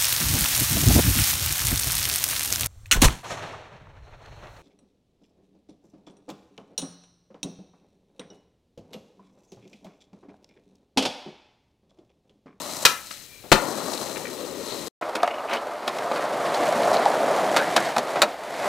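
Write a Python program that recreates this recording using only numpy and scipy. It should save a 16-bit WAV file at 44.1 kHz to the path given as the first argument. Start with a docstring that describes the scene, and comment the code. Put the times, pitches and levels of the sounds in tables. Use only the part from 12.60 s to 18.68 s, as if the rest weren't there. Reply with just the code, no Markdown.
"""A street, then a covered walkway, two skateboarding scenes with a short silence between them. In the street a
board pops off a ledge, flips, lands hard on the listener's left and rolls away over asphalt. Under the roof, in mono,
boards roll over slabs: wheels knock on joints, a board pops, clacks on a ledge and lands. Rolling is noise shaped into
five parts of board and ground; blows are noisy contacts through a ringing board; small parts, deck and ledge ring as
decaying sines. Sparse echoes and steady air place it all, and the loudest peaks overload."""
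import sys
import numpy as np
from scipy import signal
from scipy.fft import rfft, irfft
from scipy.io import wavfile
from scipy.ndimage import uniform_filter1d

SR = 44100
rng = np.random.default_rng(int(sys.argv[2]) if len(sys.argv) > 2 else 0)


def wav_out(sig):
    """Save sig, one row per channel (or a flat mono array), as 16-bit PCM at SR to the path in sys.argv[1]."""
    wavfile.write(sys.argv[1], SR, np.round(np.clip(np.atleast_2d(sig).T, -1, 1) * 32767).astype(np.int16))


def natural_amplitude(level_db):
    """Convert a level in decibels to a linear amplitude factor, elementwise."""
    exponent = np.asarray(level_db, float) / 20
    return 10 ** exponent


N = 268128
STREET_END_S, WALK_START_S, LANDING_S = 2.283, 2.412, .92

# far traffic and air in the street: (frequency [Hz], level [dB])
STREET_AIR = [(25, -45), (120, -35.5), (300, -55.5), (1500, -52.5), (15000, -50.5)]
# air under the roof: (frequency [Hz], level [dB])
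WALK_AIR = [(25, -63), (70, -41.5), (200, -49), (1500, -45.5), (15000, -59)]
# echo decay in the street: (frequency [Hz], time to fall 60 dB [s])
STREET_ECHO = [(200, 0.3), (1350, 0.42), (4000, 0.23), (12000, 0.44)]
# echo decay in the walkway: (frequency [Hz], time to fall 60 dB [s])
WALK_ECHO = [(200, 0.2), (700, 0.15), (2500, 0.069), (12000, 0.045)]

# street rolling: (time [s], how hard and near the wheels roll [dB], share of free wheel spin and rasp [dB])
STREET_ROLL = [(0, -1.5, 1.5), (.15, -4.5, 4), (.23, -4, 5.5), (.3, -8.5, 0), (.43, -19, 11),
               (.54, -18, 11.5), (.67, -23, 10), (.84, -23, 7.5), (.91, -17, 4.5), (1.03, 2, -2),
               (1.12, 3.5, -2.5), (1.4, 1.5, 0.2), (1.67, -1.5, -1), (1.95, -1.5, -1.5), (2.1, 0.5, -0.7),
               (2.28, -1.5, 0.2)]
# walkway rolling: (time [s], how hard and near the wheels roll [dB], share of free wheel spin and rasp [dB])
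WALK_ROLL = [(2.42, -5, -1.5), (2.75, -5, -2), (3.04, -5, -2.1), (3.22, -7, 0), (3.35, -3.5, 1.5),
             (3.46, 0.3, -1.5), (3.59, -0.8, -0.6), (3.89, 2, -0.2), (4.09, 5, 0.1), (4.28, 6.5, -1.8),
             (4.55, 3.5, -0.5), (4.8, 7, -1.7), (5.02, 1, 2), (5.22, -1.3, 4), (5.4, -4.5, 1.7),
             (5.62, 0, 0.5), (5.76, -10, 2), (5.92, -7, 3), (6.08, 3.5, 1)]
# colour of street rolling, levelled later in each part: (frequency [Hz], relative density [dB])
STREET_TONE = [(20, -45.5), (60, -27), (130, -7), (210, -1.5), (560, 7), (700, -3.5), (1300, -9.5),
               (1600, -15), (2300, -11.5), (3100, -10.5), (5000, -14), (8500, -21.5), (12600, -25.5),
               (16000, -33)]
# colour of walkway rolling, levelled later in each part: (frequency [Hz], relative density [dB])
WALK_TONE = [(20, -77), (60, -68), (120, -22.5), (300, -13.5), (500, -6.5), (850, -4.5), (1400, -12),
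             (2300, -26), (2700, -29.5), (4300, -30.5), (9700, -43), (14800, -54), (16000, -40)]
# resonances in street rolling: (centre [Hz], width [Hz], lift [dB])
STREET_RINGS = [(1880, 200, 5), (4080, 520, 9.5), (6360, 250, 3), (7900, 600, 4)]
# resonances in walkway rolling: (centre [Hz], width [Hz], lift [dB])
WALK_RINGS = [(600, 90, 6.5), (700, 90, 6.5), (1250, 250, 2), (2150, 400, 2)]
# where one rolling part takes over from the next in the street: (edges [Hz])
STREET_EDGES_HZ = (250, 650, 1500, 5500)
# where one rolling part takes over from the next in the walkway: (edges [Hz])
WALK_EDGES_HZ = (300, 900, 1700, 5500)
# street rows are ground rumble, deck roar, truck buzz, wheel rasp, bearing hiss:
# (base level [dB], follows rolling [dB/dB], follows spin [dB/dB], fine-grain power share [0-1])
STREET_PARTS = [(-44.5, 0.82, -0.2, .75), (-35, 0.69, -0.83, 0.6), (-33.5, 1.46, 0.63, 0.6),
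                (-40.5, 0.99, 1.1, 0.94), (-38, 1.32, 1.68, 0.56)]
# walkway rows, the same five parts:
# (base level [dB], follows rolling [dB/dB], follows spin [dB/dB], fine-grain power share [0-1])
WALK_PARTS = [(-43, 1.46, 1.4, 1), (-25.5, 1.1, 0.19, 0.81), (-27, 0.85, 0.072, 1), (-34, 0.98, 1.34, 0.89),
              (-42.5, 1.21, 1.72, 0.62)]
# after the landing the five parts drift apart as the board slows and leaves: (drift [dB/s])
LEAVING_DB_PER_S = (-3, 0.2, -3, -0.6, -0.8)
JUDDER_S, JUDDER_DB = 0.011, 0.85  # the whole board judders over coarse patches

# free wheel spinning in the air: (time [s], level [dB])
WHEEL_WHINE = [(.67, -80), (.705, -57), (.83, -61), (.89, -72)]
# loose hardware rattling on close notes: (time [s], level [dB], lowest note [Hz], contact [s])
RATTLES = [(1.557, -29, 1870, .007), (1.568, -24.5, 1870, .007), (1.65, -25.5, 1900, .009),
           (1.667, -27.5, 1870, .008), (2.594, -28, 2280, .02), (2.622, -24, 2280, .05),
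           (2.675, -26, 2280, .015), (2.702, -25, 2280, .018), (2.73, -28, 2280, .03),
           (2.778, -31, 2280, .03), (2.873, -26, 2280, .03), (2.905, -21.5, 2280, .055)]
# notes that rattle together: (ratio to the lowest note)
RATTLE_NOTES = (1, 1.11, 1.23)
# board parts that clink or knock on one note: (time [s], level [dB], note [Hz], contact [s])
CLINKS = [(1.375, -27, 4200, .008), (2.038, -25.5, 4067, 0.17), (2.631, -8.5, 710, 0.0046),
          (2.631, -11, 1250, 0.0065), (2.676, -14, 734, 0.0039), (2.779, -21, 720, .012),
          (2.956, -35, 2950, .007), (2.969, -24, 3000, 0.01), (3.387, -26, 3180, .006),
          (4.231, -23, 4100, 0.0068), (4.367, -15.5, 4240, 0.0037), (4.459, -6, 805, 0.0045),
          (4.986, -18, 1570, 0.055), (5.176, -11.5, 1530, 0.0083), (5.2, -26, 1160, 0.026),
          (5.385, -12, 655, 0.013), (5.626, -7, 610, 0.01)]
RATTLE_CYCLES, CLINK_CYCLES = 36, 25  # cycles until a note has lost 60 dB
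CHATTER_DB = 4.0  # rms unevenness of a ringing contact
# hum of the knocked ledge: (mode [Hz], level [dB], time to fall 60 dB [s])
LEDGE = [(142, 3, .45), (210, 0, .7), (282, -3, .35), (408, -4, .45)]
# knocks on the ledge: (time [s], level [dB], contact [s])
LEDGE_KNOCKS = [(5.163, -21, .002), (5.364, -19, .003), (5.558, -23, .002), (5.618, -23, .002)]
# deck singing free in the air: (mode [Hz], level [dB], time to fall 60 dB [s])
FREE_DECK = [(720, -9, .18), (1303, -1, .32), (1345, 0, .27), (1645, -5, .24), (2056, -11, .25),
             (2315, -8, .2), (2800, -8, .15)]
# pop and foot flick that set the deck singing: (time [s], level [dB], contact [s], share of ring time left [0-1])
FREE_STRIKES = [(.253, -10.5, .0003, 1), (.5105, -25, .0003, .2)]

# the landing shakes ground and microphone: (swing [Hz], left level [dB], right level [dB], time to fall 60 dB [s])
THUMP = [(30, -12, -33.5, 0.15), (151, -11, -25, 0.091), (212.5, -10.5, -14.5, 0.14)]
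# blows and knocks: (time [s], drive [dB], thud tilt [dB], crack tilt [dB], contact [s])
BLOWS = [(0.2508, 2.4, -13, 1, 0.0082), (0.5088, -24.5, -31, -6, 0.0046), (.836, -44, 9.5, -12, 0.026),
         (0.9168, 6.5, -3, -6, 0.0098), (.955, -15, 4, -42, 0.0057), (1.332, -29, 8, 7.5, 0.0066),
         (1.4168, -35, 14, 5, 0.0028), (2.4216, -23, 7, -18.5, 0.0073), (2.4937, -26.5, -8, -0.5, 0.0017),
         (2.5524, -16.5, 4, 0.3, .005), (2.564, -19, 2.5, -9, 0.0048), (2.6312, -10.5, -4, -0.5, 0.00086),
         (2.6758, -16, -2, -7.5, 0.0027), (2.893, -20, -1, -11, 0.026), (2.9248, -18, 2.5, -8.5, 0.031),
         (2.935, -20.5, -16, 8, 0.0015), (3.276, -14.5, 5.5, -3, .007), (3.385, -20, -3, -3, 0.0034),
         (3.5136, -18.5, 9, -8, 0.0063), (3.558, -21, -6.5, -7.5, 0.017), (3.6247, -17, -24, -10, 0.0017),
         (3.939, -24, 11.5, 4, 0.011), (4.3297, -26, -1, 6.5, 0.017), (4.454, -18, 4, 1, 0.002),
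         (4.963, -5.5, 0, -2, 0.0077), (4.9753, -12, -2, -11, 0.017), (5.1625, -4.5, 3.5, 0.5, 0.0055),
         (5.1772, -11.5, 1, -34, 0.0037), (5.364, -9, 5, -8, 0.004), (5.3816, -9.5, 5, 1.5, 0.0023),
         (5.556, -16.5, 6.5, -14, 0.016), (5.6179, -1.5, -3, 4.5, 0.0044), (5.629, -3.5, 0, -18, 0.0038)]
# what a struck board rings with: (centre [Hz], width [Hz], lift [dB])
BOARD = [(280, 100, -3.5), (425, 160, -3), (796, 61, 1.5), (1407, 300, 5), (1627, 160, 0.5), (2000, 330, 0),
         (2480, 81, 5.5), (2750, 170, -3), (4170, 270, -2), (4030, 620, 5), (5030, 63, 1.5)]
# basic colour of a blow: (frequency [Hz], gain [dB])
BLOW_TONE = [(40, -30), (150, 1.5), (500, 8), (1500, -5.5), (4000, -3.5), (8000, -11.5), (15000, -21)]
# further colour of all hits under the roof: (frequency [Hz], gain [dB])
WALK_BLOW_TONE = [(60, -39), (250, -6.5), (450, -5.5), (680, 0.5), (1000, 2), (6000, -3.5), (15000, -6.5)]
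SETTLE_S, SETTLE_PER_CONTACT = 0.012, 4.5  # time to fall 60 dB after the contact, longer after a long one

# how alike the street's two sides are: (frequency [Hz], likeness [0-1])
STREET_SAME = [(60, 0.45), (240, 0.88), (950, 0.83), (3770, 0.79), (15000, 0.58)]
# lean of the microphone pair, before the skater's own shift: (frequency [Hz], left minus right [dB])
STREET_LEFT = [(60, 9), (240, 10.5), (950, 11), (3770, 10.5), (15000, 8)]
# the skater comes from the right: (time [s], lift on the right, with half as much taken off the left [dB])
SKATER_RIGHT = [(0, 1.6), (.25, 3.4), (.45, 2.8), (.6, .1)]


def evened(x):
    """Scales to rms 1."""
    return x / np.sqrt(np.mean(x ** 2) + 1e-20)


def read(points, hz):
    """Reads a table on a log-frequency axis."""
    f, value = np.transpose(points)
    return np.interp(np.log(hz + 1), np.log(f + 1), value)


def rings_db(rings, hz):
    """Adds up resonant humps, each falling away on both sides of its centre."""
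    return sum(db / (1 + ((hz - f) / (width / 2)) ** 2) for f, width, db in rings)


def causal(colour_db):
    """Minimum-phase impulse response of a colour given on an rfft grid."""
    log_gain = np.log(natural_amplitude(np.r_[colour_db, colour_db[-2:0:-1]]))
    spectrum = np.exp(np.conj(signal.hilbert(log_gain)))
    return np.fft.ifft(spectrum).real[:len(colour_db) - 1]


def air(tone):
    """Steady background of the place: coloured noise, two unrelated draws."""
    colour = natural_amplitude(read(tone, np.fft.rfftfreq(N, 1 / SR)))
    return irfft(rfft(rng.standard_normal((2, N))) * colour, N)


def echo(x, t60s, delay_s):
    """Sparse reflections of random sign, each band dying at its own speed."""
    taps = np.zeros((2, SR // 2))
    # one tap in every 20 samples, at a random spot
    at = np.arange(0, SR // 2 - 20, 20) + rng.integers(0, 20, (2, (SR // 2 - 1) // 20))
    np.put_along_axis(taps, at, rng.choice([-1., 1.], at.shape), 1)
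    hz, t, z = signal.stft(taps, SR, nperseg=256)
    decay = natural_amplitude(-60 * t / read(t60s, hz)[:, None])
    tail = signal.istft(z * decay, SR, nperseg=256)[1]
    late = np.pad(x, ((0, 0), (round(delay_s * SR), 0)))
    return signal.oaconvolve(late, tail / np.linalg.norm(tail[0]), axes=1)[:, :N]


def whine():
    """A spinning bearing whistles on one narrow, fuzzy note."""
    s, db = np.transpose(WHEEL_WHINE)
    t = np.arange(N) / SR
    level = natural_amplitude(np.interp(t, s, db, -120, -120))
    fuzz = .8 + .8 * evened(uniform_filter1d(rng.standard_normal((2, N)), 250))
    return level * fuzz * np.sqrt(2) * np.sin(2 * np.pi * 2370 * t)


def rung(strikes):
    """Each strike (s, dB, contact s, modes) is a short uneven rattle that rings its modes; two unrelated draws."""
    out, t = np.zeros((2, N + 49152)), np.arange(32768) / SR
    noise = rng.standard_normal((len(strikes), 3, 8192))
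    for (s, db, contact, modes), (a, b, c) in zip(strikes, noise):
        ring = sum(np.sin(2 * np.pi * hz * t) * natural_amplitude(mode_db - 60 * t / t60) for hz, mode_db, t60 in modes)
        chatter = natural_amplitude(CHATTER_DB * evened(uniform_filter1d(uniform_filter1d(c, 200), 200)))
        swell = np.sin(np.pi * np.minimum(t[:8192] / contact, 1))
        push = np.array([a, b]) * chatter * swell
        sound = signal.fftconvolve(push, ring[None], axes=1)
        peak = abs(sound).max(1)[:, None]
        at = round(s * SR)
        out[:, at:at + sound.shape[1]] += natural_amplitude(db) * sound / peak
    return out[:, :N]


def rattles():
    """Loose hardware shakes, and its close notes speak together."""
    return rung([(s, db, contact, [(hz * k, 0, RATTLE_CYCLES / (hz * k)) for k in RATTLE_NOTES])
                 for s, db, hz, contact in RATTLES])


def clinks():
    """Small parts ring one note each, high notes dying sooner."""
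    return rung([(s, db, contact, [(hz, 0, CLINK_CYCLES / hz)]) for s, db, hz, contact in CLINKS])


def ledge():
    """The ledge hums on low modes that outlast the knock."""
    return rung([(*knock, LEDGE) for knock in LEDGE_KNOCKS])


def free_deck():
    """The deck rings on in the air, for a shorter time with a foot on it."""
    return rung([(s, db, contact, [(hz, mode_db, left * t60) for hz, mode_db, t60 in FREE_DECK])
                 for s, db, contact, left in FREE_STRIKES])


def grit(per_s, spread_db):
    """Stones under the wheels: random kicks of uneven size, and the fine grain of the ground."""
    happens = rng.random(N) < per_s / SR
    size = natural_amplitude(spread_db * np.minimum(rng.exponential(1, N), 3.3)) * happens
    return evened(size * rng.standard_normal(N)), rng.standard_normal(N)


def roll(rows, parts, edges_hz, tone, rings, per_s, spread_db, lumpy_db, drift_db_per_s):
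    """Grit shakes ground, deck, trucks, wheels and bearings, each heard in its own range; two unrelated draws."""
    t = np.arange(N) / SR
    s, *controls = np.transpose(rows)
    rolling, spin = (np.interp(t, s, db) for db in controls)
    since_landing = np.maximum(t - LANDING_S, 0)
    hz = np.fft.rfftfreq(4096, 1 / SR)
    colour_db = read(tone, hz) + rings_db(rings, hz)
    # power below each edge; the differences are the ranges of the parts
    below = [0 * hz] + [1 / (1 + (hz / edge) ** 8) for edge in edges_hz] + [1 + 0 * hz]
    ranges = np.diff(below, axis=0)
    out = np.zeros((2, N))
    for draw in out:
        kicks, grain = grit(per_s, spread_db)
        patches = uniform_filter1d(rng.standard_normal(N), size=100)
        judder = evened(signal.lfilter([1], [1, -np.exp(-1 / (JUDDER_S * SR))], patches))
        for share, (db, by_roll, by_spin, fine), drift in zip(ranges, parts, drift_db_per_s):
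            lumps = evened(uniform_filter1d(uniform_filter1d(rng.standard_normal(N), 500), 500))  # uneven ground
            body = causal(colour_db + 10 * np.log10(np.maximum(share, 1e-8)))
            shake = np.sqrt(1 - min(fine, 1)) * kicks + np.sqrt(min(fine, 1)) * grain
            level_db = db + by_roll * rolling + by_spin * spin + drift * since_landing
            unevenness_db = lumpy_db * lumps + JUDDER_DB * judder
            sound = signal.oaconvolve(shake, body / np.linalg.norm(body))[:N]
            draw += natural_amplitude(level_db + unevenness_db) * sound
    return out


def jolt():
    """The landing sets off slow decaying swings, stronger on the left."""
    t = np.maximum(np.arange(N) / SR - LANDING_S, 0)
    return sum(natural_amplitude(np.c_[left_db, right_db].T - 60 * t / t60) * np.sin(2 * np.pi * hz * t)
               for hz, left_db, right_db, t60 in THUMP)


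def blows():
    """Each blow is a rattle of contacts that dies away and rings the board; two unrelated draws."""
    out, t, hz = np.zeros((2, N + 16384)), np.arange(8192) / SR, np.fft.rfftfreq(4096, 1 / SR)
    noise = rng.standard_normal((len(BLOWS), 3, 8192))
    for (s, db, thud_db, crack_db, contact), (a, b, c) in zip(BLOWS, noise):
        onset = np.minimum(t / min(0.13 * contact, .004), 1)
        settle_s = SETTLE_S + SETTLE_PER_CONTACT * contact
        push = onset * natural_amplitude(-60 * np.maximum(t - contact, 0) / settle_s)
        rattle = natural_amplitude(3 * evened(uniform_filter1d(c, 40)))
        tilt_db = read([(600, thud_db), (1300, 0.011), (2300, 0.011), (4000, crack_db)], hz)
        body = causal(read(BLOW_TONE, hz) + rings_db(BOARD, hz) + tilt_db)
        sound = signal.fftconvolve(np.array([a, b]) * push * rattle, body[None], axes=1)
        at = round(s * SR)
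        out[:, at:at + sound.shape[1]] += natural_amplitude(db) * sound
    return out[:, :N]


def ports(draws):
    """Turns two unrelated draws into a left-heavy microphone pair."""
    hz = np.fft.rfftfreq(N, 1 / SR)
    a, b = rfft(draws)
    same = np.clip(read(STREET_SAME, hz), 0, 1)
    right = natural_amplitude(-read(STREET_LEFT, hz))
    right_side = right * (same * a + np.sqrt(1 - same ** 2) * b)
    return irfft(np.array([a, right_side]) * 2 / (1 + right), N)


def scene():
    """The street in stereo, a short silence, then the walkway in mono."""
    t = np.arange(N) / SR
    hits = blows() + clinks() + rattles() + free_deck() + ledge()

    street = roll(STREET_ROLL, STREET_PARTS, STREET_EDGES_HZ, STREET_TONE, STREET_RINGS,
                  per_s=3000, spread_db=3.8, lumpy_db=0.88, drift_db_per_s=LEAVING_DB_PER_S)
    street += whine() + air(STREET_AIR) + hits + natural_amplitude(-11) * echo(hits, STREET_ECHO, .012)
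    right_db = np.interp(t, *np.transpose(SKATER_RIGHT))
    street = ports(street) * natural_amplitude(np.array([-right_db / 2, right_db])) + jolt()

    walk = roll(WALK_ROLL, WALK_PARTS, WALK_EDGES_HZ, WALK_TONE, WALK_RINGS,
                per_s=1500, spread_db=3.1, lumpy_db=0.68, drift_db_per_s=np.zeros(len(WALK_PARTS)))
    walk += air(WALK_AIR)
    roof = causal(read(WALK_BLOW_TONE, np.fft.rfftfreq(4096, 1 / SR)))
    walk_hits = (hits + natural_amplitude(-11.0) * echo(hits, WALK_ECHO, 0.0074))[0]
    walk = walk[0] + signal.oaconvolve(walk_hits, roof)[:N]

    # the street drops by 30 dB at once, and a faint rest fades within 28 ms
    rest = natural_amplitude(-30 - 700 * (t - STREET_END_S)) * (t < STREET_END_S + .028)
    ending = np.where(t < STREET_END_S, 1, rest)
    return street * ending + walk * (t > WALK_START_S)


def top_cut(x):
    """Nothing passes above the cut-off."""
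    return signal.sosfilt(signal.butter(12, 16490, fs=SR, output="sos"), x)


def record(dry):
    """The street microphones overload early, the walkway's hardly at all; each place has its band limit."""
    first = np.arange(N) < (STREET_END_S + WALK_START_S) / 2 * SR
    top = np.where(first, .74, 1.05)  # ceiling of the soft overload
    held = dry / (1 + (abs(dry) / top) ** 6) ** (1 / 6)
    street, walk = (signal.oaconvolve(held, signal.firwin(301, edge_hz, fs=SR)[None], "same")
                    for edge_hz in (15700, 15200))
    return top_cut(np.where(first, street, walk))


dry = scene()
out = record(dry)
wav_out(out)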